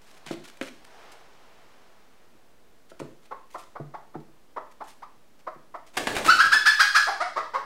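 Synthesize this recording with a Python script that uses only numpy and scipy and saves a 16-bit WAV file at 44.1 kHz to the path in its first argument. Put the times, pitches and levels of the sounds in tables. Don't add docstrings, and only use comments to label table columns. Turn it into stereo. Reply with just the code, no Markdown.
import sys
import numpy as np
from scipy import signal
from scipy.fft import rfft, irfft, next_fast_len
from scipy.io import wavfile
from scipy.ndimage import map_coordinates

SR = 44100
rng = np.random.default_rng(int(sys.argv[2]) if len(sys.argv) > 2 else 0)


def int16_out(signal):
    q = np.round(np.clip(np.atleast_2d(signal).T, -1, 1) * 32767)
    wavfile.write(sys.argv[1], SR, q.astype(np.int16))


N = 337365

ROOM_DECAY = [(150, 0.54), (530, 0.39), (1400, 0.36), (1720, 0.57), (2100, .42), (3700, 0.59),
              (12000, 0.51)]
COHERENCE = [(100, 0.6), (500, 0.51), (1200, 0.65), (2800, 0.54), (5500, 0.44), (10000, 0)]
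ROOM_TONE_SPECTRUM = [(25, -11.5), (60, -19.5), (100, -21), (240, -16.5), (450, -17.5), (800, -22),
                      (2200, -29.5), (6000, -35), (14000, -39.5), (15800, -39)]
RUSH_SPECTRUM = [(120, -46), (200, -18), (435, -0.5), (581, -1.5), (624, 2.5), (1020, -1), (2210, -7),
                 (5550, -16), (15000, -35.5)]
RUSH_SWELLS = [(.25, 0.26, -58.5), (1.04, 0.14, -53.5), (1.35, 0.92, -55.5)]
CLAW_SLIDES = [(0.016, .17, -57), (.26, .083, -41), (0.438, .064, -47.5), (0.57, .007, -50),
               (0.618, 0.075, -42), (.846, 0.007, -46.5), (1.117, 0.024, -49.5), (2.893, .025, -55.5),
               (2.994, .018, -45), (3.214, .057, -60), (3.503, .14, -54), (4.713, .015, -57),
               (4.839, .1, -53.5), (5.865, 0.04, -56)]
FRICTION_SPECTRUM = [(200, -13), (900, -1), (2200, 3), (5000, -3.5), (9000, -7.5), (15000, -21)]
FOOTFALLS = [(.265, -41.5, -9), (.309, -20, 1.5), (.6122, -20.5, 1), (2.35, -52, -11), (2.917, -35, 5),
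             (3.0, -27.5, 6), (3.016, -24.5, -5), (3.8, -28, -6), (4.154, -28, -5.5), (4.284, -54, -2),
             (5.561, -43.5, -11)]
SILL_MODES = [(148.7, -13.5, 0.14), (243, -2.5, 0.039), (332.4, 0.5, 0.046), (413, -7.5, 0.077),
              (545, -3.5, 0.042), (664, -4, 0.035), (940, 2, 0.0091), (1344, -8.5, 0.017)]
CLICK_SPECTRUM = [(500, -30), (1200, -19), (1800, 6), (2400, 3.5), (3100, -3), (4500, -11.5), (12000, -30)]
# start_s, end_pitch_hz, level_db, roughness (noise share of the power, capped in syrinx_note)
CLUCK_NOTES = [(3.309, 572.6, -33, 0.54), (3.543, 710, -33.5, 0.5), (3.752, 820, -36.5, 0.34),
               (3.937, 952, -34.5, 0.2), (4.14, 938, -40, 0.22), (4.562, 670.6, -30.3, 0.5),
               (4.804, 906, -33.5, .19), (5.02, 1330, -39.7, 0), (5.466, 708, -31.5, 0.5),
               (5.74, 754, -34, 0.36), (7.067, 838.5, -23.5, 0.28), (7.199, 770, -23.8, .06),
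               (7.358, 665.4, -25, 0.29), (7.534, 556.3, -26, 0.39)]
BEAK_CLOSED = [(90, -32), (220, -20.5), (350, -7), (560, -5), (900, 4), (1300, -1.5), (1570, -14),
               (2100, -14.5), (2450, -26.5), (2800, -30), (3400, -30), (5200, -32), (6500, -40),
               (15000, -51)]
BEAK_OPEN = [(200, -21), (600, -19), (850, -13.5), (1050, 6.5), (1300, 5.5), (1700, 7.5), (2100, -2.5),
             (2700, -9), (3300, -11), (4300, -5), (5100, -8.5), (6500, -19), (8500, -23), (15000, -37.5)]
# start_s, length_s, swish_db, clap_db
WING_MOTIONS = [(5.934, 0.07, -49.5, -70), (5.968, .02, -25.5, -23), (6.066, .014, -41, -16.8),
                (6.149, .046, -31, -20), (6.244, .046, -26, -30)]
FEATHER_SPECTRUM = [(180, -9.5), (300, -3.5), (526, -6), (590, -5.5), (641, 0.5), (2520, -7), (2790, -8),
                    (5760, -17.5), (8560, -18.5), (15500, -33.5)]
PUSHED_AIR_SPECTRUM = [(25, -29), (70, -14), (250, 2.5), (600, 5.5), (1500, -28), (4000, -55)]
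QUILT_SPECTRUM = [(25, -20), (70, 8), (130, -21), (260, 6), (600, -7), (2000, -25)]
# start_s, end_pitch_hz, level_db, bend_fraction (share of the cry before the pitch leaps)
SQUAWK_NOTES = [(6.279, 1506, -12, .46), (6.385, 1674, -13.5, .44), (6.516, 1739, -13.5, 0.24),
                (6.654, 1737, -13.8, 0.22), (6.791, 1664, -13.6, .3), (6.945, 1693, -14, .36)]

# length_s, usual_start_hz, tilt_db_per_octave, gape_fraction, wet_db, pan_db
ON_SILL = (0.0285, 440, -2.3, 0.08, -4, 3.5)
ON_BED = (0.042, 545, 1.2, 0.12, 0.46, 2.5)
# start_hz, roughness, tilt_db_per_octave, undertone_db
FRESH = (1290, 0.02, -0.4, -18)
STRAINED = (1200, 0.095, 1.8, -5)

LANDING_S, TOP_HZ = 6.268, 15800
T = np.arange(SR * 6 // 10) / SR


def amp(db):
    return 10 ** (np.asarray(db) / 20)


def unit(x):
    return x / np.sqrt(np.mean(x ** 2) + 1e-20)


def along(points, hz):
    frequencies, values = np.transpose(points)
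    return np.interp(np.log(hz + 1), np.log(frequencies), values)


def tilted(hz, tilt_db, pivot_hz):
    return amp(tilt_db * np.clip(np.log2((hz + 1) / pivot_hz), -2, 2))


def filtered(x, response):
    size = x.shape[-1]
    padded = next_fast_len(size + 8192)
    return irfft(rfft(x, padded) * response(np.fft.rfftfreq(padded, 1 / SR)), padded)[..., :size]


def noise(spectrum, tilt_db=0, pivot_hz=3000):
    white = rng.standard_normal(len(T))
    return unit(filtered(white, lambda hz: amp(along(spectrum, hz)) * tilted(hz, tilt_db, pivot_hz)))


def wobble(rate_hz):
    return map_coordinates(rng.standard_normal(int(rate_hz) + 4), [T * rate_hz])


def arch(length_s, exponent):
    return np.abs(np.sin(np.pi * np.clip(T / length_s, 0, 1))) ** exponent * (T < length_s)


def diffuse(size):
    def mid_side_gains(hz):
        angle = np.arccos(np.clip(along(COHERENCE, hz), -1, 1)) / 2
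        return np.array([np.cos(angle), np.sin(angle)])
    mid, side = filtered(rng.standard_normal((2, size)), mid_side_gains)
    return np.array([mid + side, mid - side])


def add_in_room(out, start_s, sound, wet_db, pan_db):
    hz, t, bands = signal.stft(diffuse(len(T)), SR, nperseg=256)
    decay = amp(-60 * t / along(ROOM_DECAY, hz)[:, None])
    tail = signal.istft(bands * decay, SR, nperseg=256)[1][:, :len(T)]
    build_up = np.clip(T / 0.0048 - 0.5, 0, 1)
    reverb = signal.fftconvolve(sound[None], tail * build_up, axes=1)[:, :len(T)]
    direct = sound * amp([[pan_db / 2], [-pan_db / 2]])
    heard = direct + amp(wet_db) * np.std(sound) * unit(reverb)
    slot = out[:, max(0, round(start_s * SR)):][:, :len(T)]
    slot += heard[:, :slot.shape[1]]


def background():
    room_tone = unit(filtered(diffuse(N), lambda hz: amp(along(ROOM_TONE_SPECTRUM, hz))))
    wide_noise = diffuse(N) + 1.2 * rng.standard_normal((2, N))
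    rush = unit(filtered(wide_noise, lambda hz: amp(along(RUSH_SPECTRUM, hz))))
    t = np.arange(N) / SR
    swells = sum(amp(db) * np.exp(-((t - peak_s) / width_s) ** 2) for peak_s, width_s, db in RUSH_SWELLS)
    return amp(-60) * room_tone + swells * rush


def claw_scrapes(out, brightest_db=-53):
    takeoff_s = CLAW_SLIDES[-1][0]
    fidgets = [(start_s, 0.015, -61.5) for start_s in rng.uniform(0, takeoff_s, size=7)]
    for start_s, length_s, db in CLAW_SLIDES + fidgets:
        catches = amp(3 * wobble(600) + 3 * wobble(90) + 2 * wobble(30))
        tilt_db = 2.5 - 0.35 * abs(db - brightest_db)
        slips = noise(FRICTION_SPECTRUM, tilt_db) * catches * arch(length_s, 0.11)
        rms = np.sqrt(np.sum(slips ** 2) / (length_s * SR))
        add_in_room(out, start_s, amp(db - 3.5) * slips / rms, wet_db=-4.5, pan_db=2)


def claw_click(db, t60_s=0.033):
    return amp(db - 60 * T / t60_s) * noise(CLICK_SPECTRUM)


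def footsteps(out):
    low_cut = signal.butter(3, 130, "high", fs=SR, output="sos")
    attack = 1 - np.exp(-T / 0.00081)
    for start_s, db, hardness in FOOTFALLS:
        ring = np.zeros(len(T))
        for hz, mode_db, t60_s in SILL_MODES:
            envelope = amp(mode_db + rng.normal(0, 2.8) - 60 * T / t60_s) * tilted(hz, hardness, 510)
            ring += envelope * np.sin(2 * np.pi * hz * T + rng.uniform(0, 2 * np.pi))
        knock = signal.sosfilt(low_cut, ring * attack)
        click = claw_click(db - 27 + 1.1 * hardness)
        add_in_room(out, start_s, amp(db) * knock / np.abs(knock).max() + click, wet_db=-3, pan_db=1.5)
    add_in_room(out, 0.6122, claw_click(-26.5), wet_db=-13, pan_db=3)


def syrinx_note(length_s, start_hz, end_hz, bend, db, roughness, tilt_db, gape,
                undertone_db, glide_width, fade_db, flare_db, rasp_tilt_db):
    def tract(hz):
        resonance_db = (1 - gape) * along(BEAK_CLOSED, hz) + gape * along(BEAK_OPEN, hz)
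        return amp(resonance_db) * tilted(hz, tilt_db, 1300) * (hz < TOP_HZ)
    roughness = np.clip(roughness, 0, 0.4)
    progress = np.minimum(T / length_s, 1)
    tension = 0.5 + 0.5 * np.tanh((progress - bend) / glide_width)
    jitter = (0.006 + 0.04 * roughness) * wobble(450)
    pitch_hz = (start_hz + (end_hz - start_hz) * tension) * np.exp(jitter)
    phase = 2 * np.pi * np.cumsum(pitch_hz) / SR
    orders = np.arange(1, 31)[:, None] / 2
    sounding = T < length_s
    flare = amp(flare_db * (tension[sounding] - 1) * np.clip(orders - 1, 0, 2) / 2)
    strength = np.where(orders % 1, amp(undertone_db), 1) * flare * tract(orders * pitch_hz[sounding])
    partials = np.sin(orders * phase[sounding] + rng.uniform(0, 2 * np.pi, orders.shape))
    voiced = np.zeros(len(T))
    voiced[sounding] = unit(np.sum(strength * partials, axis=0))
    turbulence = rng.standard_normal(len(T)) * (1 + np.cos(phase))
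    rasp = unit(filtered(turbulence, lambda hz: tract(hz) * tilted(hz, rasp_tilt_db, 2700)))
    effort = amp(db + fade_db * (progress - 0.5)) * arch(length_s, 0.9)
    return effort * (np.sqrt(1 - roughness) * voiced + np.sqrt(roughness) * rasp)


def clucks(out, usual_end_hz=720.7):
    for start_s, end_hz, db, roughness in CLUCK_NOTES:
        place = ON_SILL if start_s < LANDING_S else ON_BED
        length_s, usual_start_hz, tilt_db, gape, wet_db, pan_db = place
        start_hz = usual_start_hz * np.sqrt(end_hz / usual_end_hz)
        tilt_db += 3.5 * np.exp(-roughness / 0.073)
        cluck = syrinx_note(length_s, start_hz, end_hz, 0.4, db, roughness, tilt_db, gape,
                            undertone_db=-13.5, glide_width=0.313, fade_db=-2, flare_db=0,
                            rasp_tilt_db=-0.2)
        add_in_room(out, start_s, cluck, wet_db, pan_db)


def feather_rustle():
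    return unit(noise(FEATHER_SPECTRUM, 1.26) * amp(2.3 * wobble(384)))


def wings(out, period_s=0.095, weaker_db=10.5, clap_fraction=0.37):
    last_s, length_s, swish_db, clap_db = WING_MOTIONS[-1]
    balancing = [(last_s + beat * period_s, length_s, swish_db - weaker_db, clap_db - weaker_db)
                 for beat in (1, 2, 3)]
    for start_s, length_s, swish_db, clap_db in WING_MOTIONS + balancing:
        swish = amp(swish_db) * arch(length_s, 0.33) * feather_rustle()
        add_in_room(out, start_s, swish, wet_db=-2, pan_db=1.5)
        clap = amp(-60 * T / 0.038) * noise(FEATHER_SPECTRUM, -0.83)
        wake = arch(0.08, 0.22) * (amp(-22) * feather_rustle() + amp(-17.5) * noise(PUSHED_AIR_SPECTRUM))
        clap_s = start_s + clap_fraction * length_s
        add_in_room(out, clap_s, amp(clap_db) * (clap + wake), wet_db=-1.5, pan_db=0)


def landing(out):
    thud = amp(-32) * arch(0.025, 0.94) * noise(QUILT_SPECTRUM)
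    add_in_room(out, LANDING_S, thud, wet_db=-25, pan_db=0.3)


def squawks(out, length_s=0.045, gape=0.91, strain_time_s=0.22):
    first_s = SQUAWK_NOTES[0][0]
    for start_s, end_hz, db, bend in SQUAWK_NOTES:
        strain = 1 - np.exp(-((start_s - first_s) / strain_time_s) ** 2)
        voice = (1 - strain) * np.array(FRESH) + strain * np.array(STRAINED)
        start_hz, roughness, tilt_db, undertone_db = voice
        squawk = syrinx_note(length_s, start_hz, end_hz, bend, db, roughness, tilt_db, gape,
                             undertone_db, glide_width=0.1407, fade_db=-7, flare_db=4.5, rasp_tilt_db=2.2)
        add_in_room(out, start_s, squawk, wet_db=1.5, pan_db=1.5)


def scene():
    out = background()
    for source in (claw_scrapes, footsteps, clucks, wings, landing, squawks):
        source(out)
    return out


def record(dry):
    bias = np.array([[0.0087], [-0.0027]])
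    return filtered(dry, lambda hz: hz < TOP_HZ) + bias


dry = scene()
out = record(dry)
int16_out(out)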